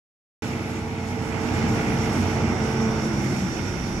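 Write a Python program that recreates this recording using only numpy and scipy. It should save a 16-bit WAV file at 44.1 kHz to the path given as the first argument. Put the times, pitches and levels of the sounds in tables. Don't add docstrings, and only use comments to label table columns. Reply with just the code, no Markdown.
import sys
import numpy as np
from scipy import signal
from scipy.fft import rfft, irfft
from scipy.io import wavfile

SR = 44100
rng = np.random.default_rng(int(sys.argv[2]) if len(sys.argv) > 2 else 0)


def store_wav(level_fs):
    pcm = np.round(np.clip(np.atleast_2d(level_fs), -1, 1) * 32767)
    wavfile.write(sys.argv[1], SR, pcm.T.astype(np.int16))


N = 176400


def from_db(db):
    return 10 ** (np.asarray(db) / 20)


def rms_one(x):
    return x / np.sqrt(np.mean(x ** 2) + 1e-20)


def in_time(rows):
    s, *columns = np.transpose(rows)
    t = np.arange(N) / SR
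    return [np.interp(t, s, column) for column in columns]


def at_hz(points, hz):
    point_hz, value = np.array(points).T
    return np.interp(np.log(hz), np.log(point_hz), value)


def drift(rate_hz):
    step = 40
    r = np.exp(-2 * np.pi * rate_hz * step / SR)
    settle = 2000
    white = rng.standard_normal(N // step + settle + 2)
    slow = signal.lfilter([1], [1, -2 * r, r * r], white)[settle:]
    return np.interp(np.arange(N) / step, np.arange(len(slow)), rms_one(slow))


def placed(db):
    return from_db(np.array([db / 2, -db / 2]))


def ringing(modes, swell_db=3.0):
    out = 0
    for hz, width_hz, db, lean_db in modes:
        r = np.exp(-np.pi * width_hz / SR)
        poles = [1, -2 * r * np.cos(2 * np.pi * hz / SR), r * r]
        shared, *own = rng.standard_normal((3, N))
        rung = signal.lfilter([1, 0, -1], poles, shared + 1.03 * np.array(own))
        swell = from_db(db + swell_db * drift(2.5))
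        out = out + swell * placed(lean_db)[:, None] * rms_one(rung)
    return out


# f/Hz, likeness (0 to 1)
STEREO_LIKENESS = [(60, .95), (240, .93), (470, .85), (930, .62), (1500, .5), (2400, .5), (3700, .35),
                   (5500, .48), (8000, .33), (12000, .15)]
# f/Hz, left minus right level/dB
STEREO_LEAN = [(60, -1.5), (78, 3), (100, -5), (130, -1.0), (170, 1.5), (220, -2.0), (290, -5.5), (370, 0),
               (480, -7.5), (630, 2.5), (810, -11), (1060, -1), (1370, -4), (1780, -7.5), (2310, -7.5),
               (3000, -5), (3890, 7.5), (5050, -8), (6550, -5), (8510, -1), (11000, 10), (14300, 1)]


def noise(colour, course, lag_s, patchy_db, patch_rate, modes=()):
    hz = np.arange(N // 2 + 1) * SR / N + 1e-3
    low, high = colour[0][0], colour[-1][0]

    alike = np.clip(at_hz(STEREO_LIKENESS, hz), 0, 1)
    mid, side = rfft(rng.standard_normal((2, N)))
    pair = np.sqrt(1 + alike) * mid + np.sqrt(1 - alike) * side * [[1], [-1]]
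    pair = pair * placed(at_hz(STEREO_LEAN, hz))

    skirts = 1 / (1 + (low / hz) ** 16) / (1 + (hz / high) ** 16)
    late = np.exp(-2j * np.pi * hz * lag_s * np.array([[0], [1]]))
    pair = pair * from_db(at_hz(colour, hz)) * np.sqrt(skirts) * late

    count = int(np.ceil(3 * np.log2(high / low)))
    place = np.clip(3 * np.log2(hz / low), 0, count)
    together = drift(patch_rate / 2)
    out = 0
    for band in range(count + 1):
        share = np.clip(1 - abs(place - band), 0, 1)
        flicker = from_db(patchy_db * (0.83 * together + drift(patch_rate)))
        out = out + flicker * irfft(pair * share, N)

    level_db, side_db = in_time(course)
    out = out / np.sqrt(np.mean(out.mean(axis=0) ** 2))
    out = out + ringing(modes)
    return from_db(level_db) * placed(side_db - side_db.mean()) * out


TONE_LEAD_S = .00008


def tones(pitch_hz, orders, wobble_db):
    turns = np.cumsum(pitch_hz) / SR
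    side_turns = turns + pitch_hz * TONE_LEAD_S * np.array([[0], [1]])
    out = 0
    for multiple, db in orders:
        phase = 2 * np.pi * (multiple * side_turns + rng.random())
        lean = placed(at_hz(STEREO_LEAN, multiple * pitch_hz.mean()))[:, None]
        level = np.sqrt(2) * from_db(db + wobble_db * drift(9.7))
        out = out + level * lean * np.sin(phase)
    return out


# f/Hz, level/dB (per Hz)
RUMBLE_SPECTRUM = [(35, -34), (60, -3), (108, -0.5), (167, -0.5), (231, 2.5), (289, -5), (430, -9.5),
                   (520, -31.5), (680, -26), (1140, -120)]
# t/s, level/dB, left minus right level/dB (about its mean)
RUMBLE_COURSE = [(.42, -30, -2.5), (.9, -35, -2), (1.3, -32.5, -9.5), (1.7, -24.5, -1), (2.3, -27, -4),
                 (2.8, -27.5, -4), (3.4, -27.5, -1), (4.0, -30, -3.5)]


def exhaust_rumble():
    return noise(RUMBLE_SPECTRUM, RUMBLE_COURSE, lag_s=.00002, patchy_db=-0.57, patch_rate=6.5)


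FIRING_HZ, FIRING_WAVER = 92.8, .0012
# multiple of the firing rate, level/dB
FIRING_ORDERS = [(1.0, -1), (1.67, -8), (2.0, -9), (2.58, -4), (3.33, -7.5), (8.0, -17), (8.5, -16.5),
                 (9.0, -12), (10.17, -16.5)]
# t/s, level/dB
THROB_COURSE = [(.42, -38), (1.0, -36.5), (1.7, -31.5), (2.4, -33.5), (2.9, -39.5), (4.0, -41)]


def diesel_throb():
    firing_hz = FIRING_HZ * (1 + FIRING_WAVER * drift(3.2))
    return from_db(*in_time(THROB_COURSE)) * tones(firing_hz, FIRING_ORDERS, wobble_db=2.5)


# f/Hz, level/dB (per Hz)
ROAR_SPECTRUM = [(290, -8), (500, -3), (579, -5), (648, -2.5), (706, -5), (860, -4.5), (1030, -8),
                 (1470, -7.5), (1680, -15.5), (2180, -51), (3700, -120)]
# t/s, level/dB, left minus right level/dB (about its mean)
ROAR_COURSE = [(0.45, -37, -7.5), (0.48, -37, -7.5), (0.94, -40.5, -4.5), (1.38, -37, -12.5),
               (1.58, -32, -6.5), (3.0, -32.5, -7), (3.4, -37, -10), (3.93, -38.5, -10), (4.0, -38.5, -8)]


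def fan_roar():
    return noise(ROAR_SPECTRUM, ROAR_COURSE, lag_s=.00006, patchy_db=-0.08, patch_rate=19.0)


# f/Hz, level/dB (per Hz)
BUZZ_SPECTRUM = [(990, -22), (1680, -5), (2080, -1), (2220, -1), (3030, -9), (3570, -14.5), (3800, -20),
                 (4940, -16), (8360, -120)]
# t/s, level/dB, left minus right level/dB (about its mean)
BUZZ_COURSE = [(0.45, -42, -6.5), (1.02, -45.5, -5), (1.34, -41.5, -9), (1.64, -37.5, -7.5),
               (2.25, -39, -9), (3.36, -42.5, -9), (3.83, -43, -11), (3.93, -43.5, -3.5), (4.0, -44.5, -10)]
# f/Hz, width/Hz, level/dB (re buzz), left minus right level/dB
PANEL_MODES = [(1310, 10, -17, -3), (1763, 8, -19, -5), (2054, 10, -22, -6), (2150, 4, -14, -6),
               (2258, 8, -22, -6), (2676, 10, -24, -6)]


def panel_buzz():
    return noise(BUZZ_SPECTRUM, BUZZ_COURSE, lag_s=.0003, patchy_db=.9, patch_rate=16.0, modes=PANEL_MODES)


SHAFT_SHARE, RATTLE_DEPTH = .25, .11


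def shaft_rattle():
    pump_hz = in_time(PUMP_COURSE)[0]
    turns = np.cumsum(SHAFT_SHARE * pump_hz) / SR + .08 * drift(6.0)
    return rms_one(1 + RATTLE_DEPTH * np.cos(2 * np.pi * turns))


def engine():
    return exhaust_rumble() + diesel_throb() + (fan_roar() + panel_buzz()) * shaft_rattle()


# t/s, pitch f/Hz, fundamental level/dB, overtones level/dB
PUMP_COURSE = [(.42, 222.8, -46, -40), (1.0, 222.8, -44, -40), (1.4, 222.8, -35, -35),
               (2.0, 222.8, -32, -36), (2.6, 222.8, -30, -36), (2.95, 221.5, -28, -34),
               (3.04, 218, -30, -50), (3.14, 209, -33, -56), (3.2, 202, -30.5, -58), (3.42, 195, -32, -60),
               (3.52, 192, -39, -62), (4.0, 190, -37, -62)]
# multiple of the pitch, level/dB
OVERTONES = [(.5, -3), (2, -.8), (3, -12), (4, -12.5), (5, -20), (9, -19.5)]


def pump_whine():
    pitch_hz, first_db, over_db = in_time(PUMP_COURSE)
    pitch_hz = pitch_hz * (1 + .004 * drift(5.0))
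    fundamental = from_db(first_db) * tones(pitch_hz, [(1, 0)], wobble_db=3.0)
    overtones = from_db(over_db) * tones(pitch_hz, OVERTONES, wobble_db=1.8)
    return fundamental + overtones


HAMMER_HZ, HAMMER_WAVER = 32.5, 0.0061
# multiple of the turning rate, level/dB
WEIGHT_ORDERS = [(2, -13), (4, -2.5), (10, -8.5), (11, -10.5)]
# t/s, level/dB
HUM_COURSE = [(.42, -35.5), (1.2, -39), (1.8, -31.5), (2.6, -30), (3.05, -34), (3.15, -29.5), (3.45, -32),
              (3.6, -38), (4.0, -35)]


def hammer_hum():
    turning_hz = HAMMER_HZ * (1 + HAMMER_WAVER * drift(1.43))
    return from_db(*in_time(HUM_COURSE)) * tones(turning_hz, WEIGHT_ORDERS, wobble_db=2.5)


# f/Hz, level/dB (per Hz)
HISS_SPECTRUM = [(2180, -42), (3700, 1), (3830, -8.5), (4430, -1.5), (4800, -6), (5620, 2), (6090, -4.5),
                 (6800, 0), (8520, -9), (9570, -12), (10200, -14.5), (10900, -10.5), (12000, -14),
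                 (12900, -21), (13800, -19), (14800, -29)]
# t/s, level/dB (before a 3 dB lift), left minus right level/dB (about its mean)
HISS_COURSE = [(0.45, -50, -1), (0.49, -51.5, -1), (0.97, -56, -2), (1.32, -50.5, -5.5), (2.33, -47.5, -3),
               (2.44, -51, -5), (3.0, -50, -5), (3.86, -51, -4.5), (4.0, -52, -3)]


def broad_hiss():
    return from_db(3.0) * noise(HISS_SPECTRUM, HISS_COURSE, lag_s=0.000617, patchy_db=1.2, patch_rate=11.5)


# f/Hz, level/dB (per Hz)
VALVE_SPECTRUM = [(2820, -13), (4800, -8.5), (5360, -1), (5450, 0.5), (5690, 4), (5840, 2.5), (6300, -6),
                  (8190, -31), (13900, -120)]
# t/s, level/dB, left minus right level/dB (about its mean)
VALVE_COURSE = [(.42, -57, 4), (1.3, -59, -5), (1.6, -49, -6), (2.2, -50, -14), (2.6, -50, -14),
                (3.2, -45.5, -5), (4.0, -51, -17.5)]


def valve_hiss():
    return noise(VALVE_SPECTRUM, VALVE_COURSE, lag_s=.00037, patchy_db=.9, patch_rate=18.0)


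# f/Hz, level/dB (per Hz)
SHUDDER_SPECTRUM = [(22.0, -2), (34.0, -5), (50.0, -1), (62.0, 1)]
# t/s, level/dB, left minus right level/dB (about its mean)
SHUDDER_COURSE = [(.42, -65, -2), (1.0, -51, -2), (1.7, -42.5, -2), (2.8, -47, -2), (3.4, -43, -2),
                  (4.0, -37.5, -2)]


def ground_shudder():
    return noise(SHUDDER_SPECTRUM, SHUDDER_COURSE, lag_s=0, patchy_db=0.0, patch_rate=6.7)


# f/Hz, width/Hz, level/dB (re course), left minus right level/dB
RINGING_MODES = [(5638, 7, -1, -7), (5625, 30, -5, -7), (5110, 12, -7, -7), (3572, 20, -3, -1),
                 (1424, 8, 2.5, -4), (1519, 8, 1.5, -5)]
# t/s, level/dB
RINGING_COURSE = [(1.3, -68), (1.6, -55), (2.0, -56), (2.5, -55), (2.95, -50.5), (3.3, -55), (3.55, -52),
                  (4.0, -54)]


def faint_ringing_tones():
    return from_db(*in_time(RINGING_COURSE)) * ringing(RINGING_MODES, swell_db=1.2)


def scene():
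    hydraulics = pump_whine() + broad_hiss() + valve_hiss()
    hammer = hammer_hum() + ground_shudder()
    return engine() + hydraulics + hammer + faint_ringing_tones()


START_S, OPENING_S = .4215, .0005
OVERLOAD = .6
CUTOFF_HZ = 14950


def record(dry):
    rounded = OVERLOAD * np.tanh(dry / OVERLOAD)
    opening = np.clip((np.arange(N) / SR - START_S) / OPENING_S, 0, 1)
    low_pass = signal.ellip(12, .5, 70, CUTOFF_HZ, fs=SR, output="sos")
    return signal.sosfilt(low_pass, rounded * opening)


dry = scene()
out = record(dry)
store_wav(out)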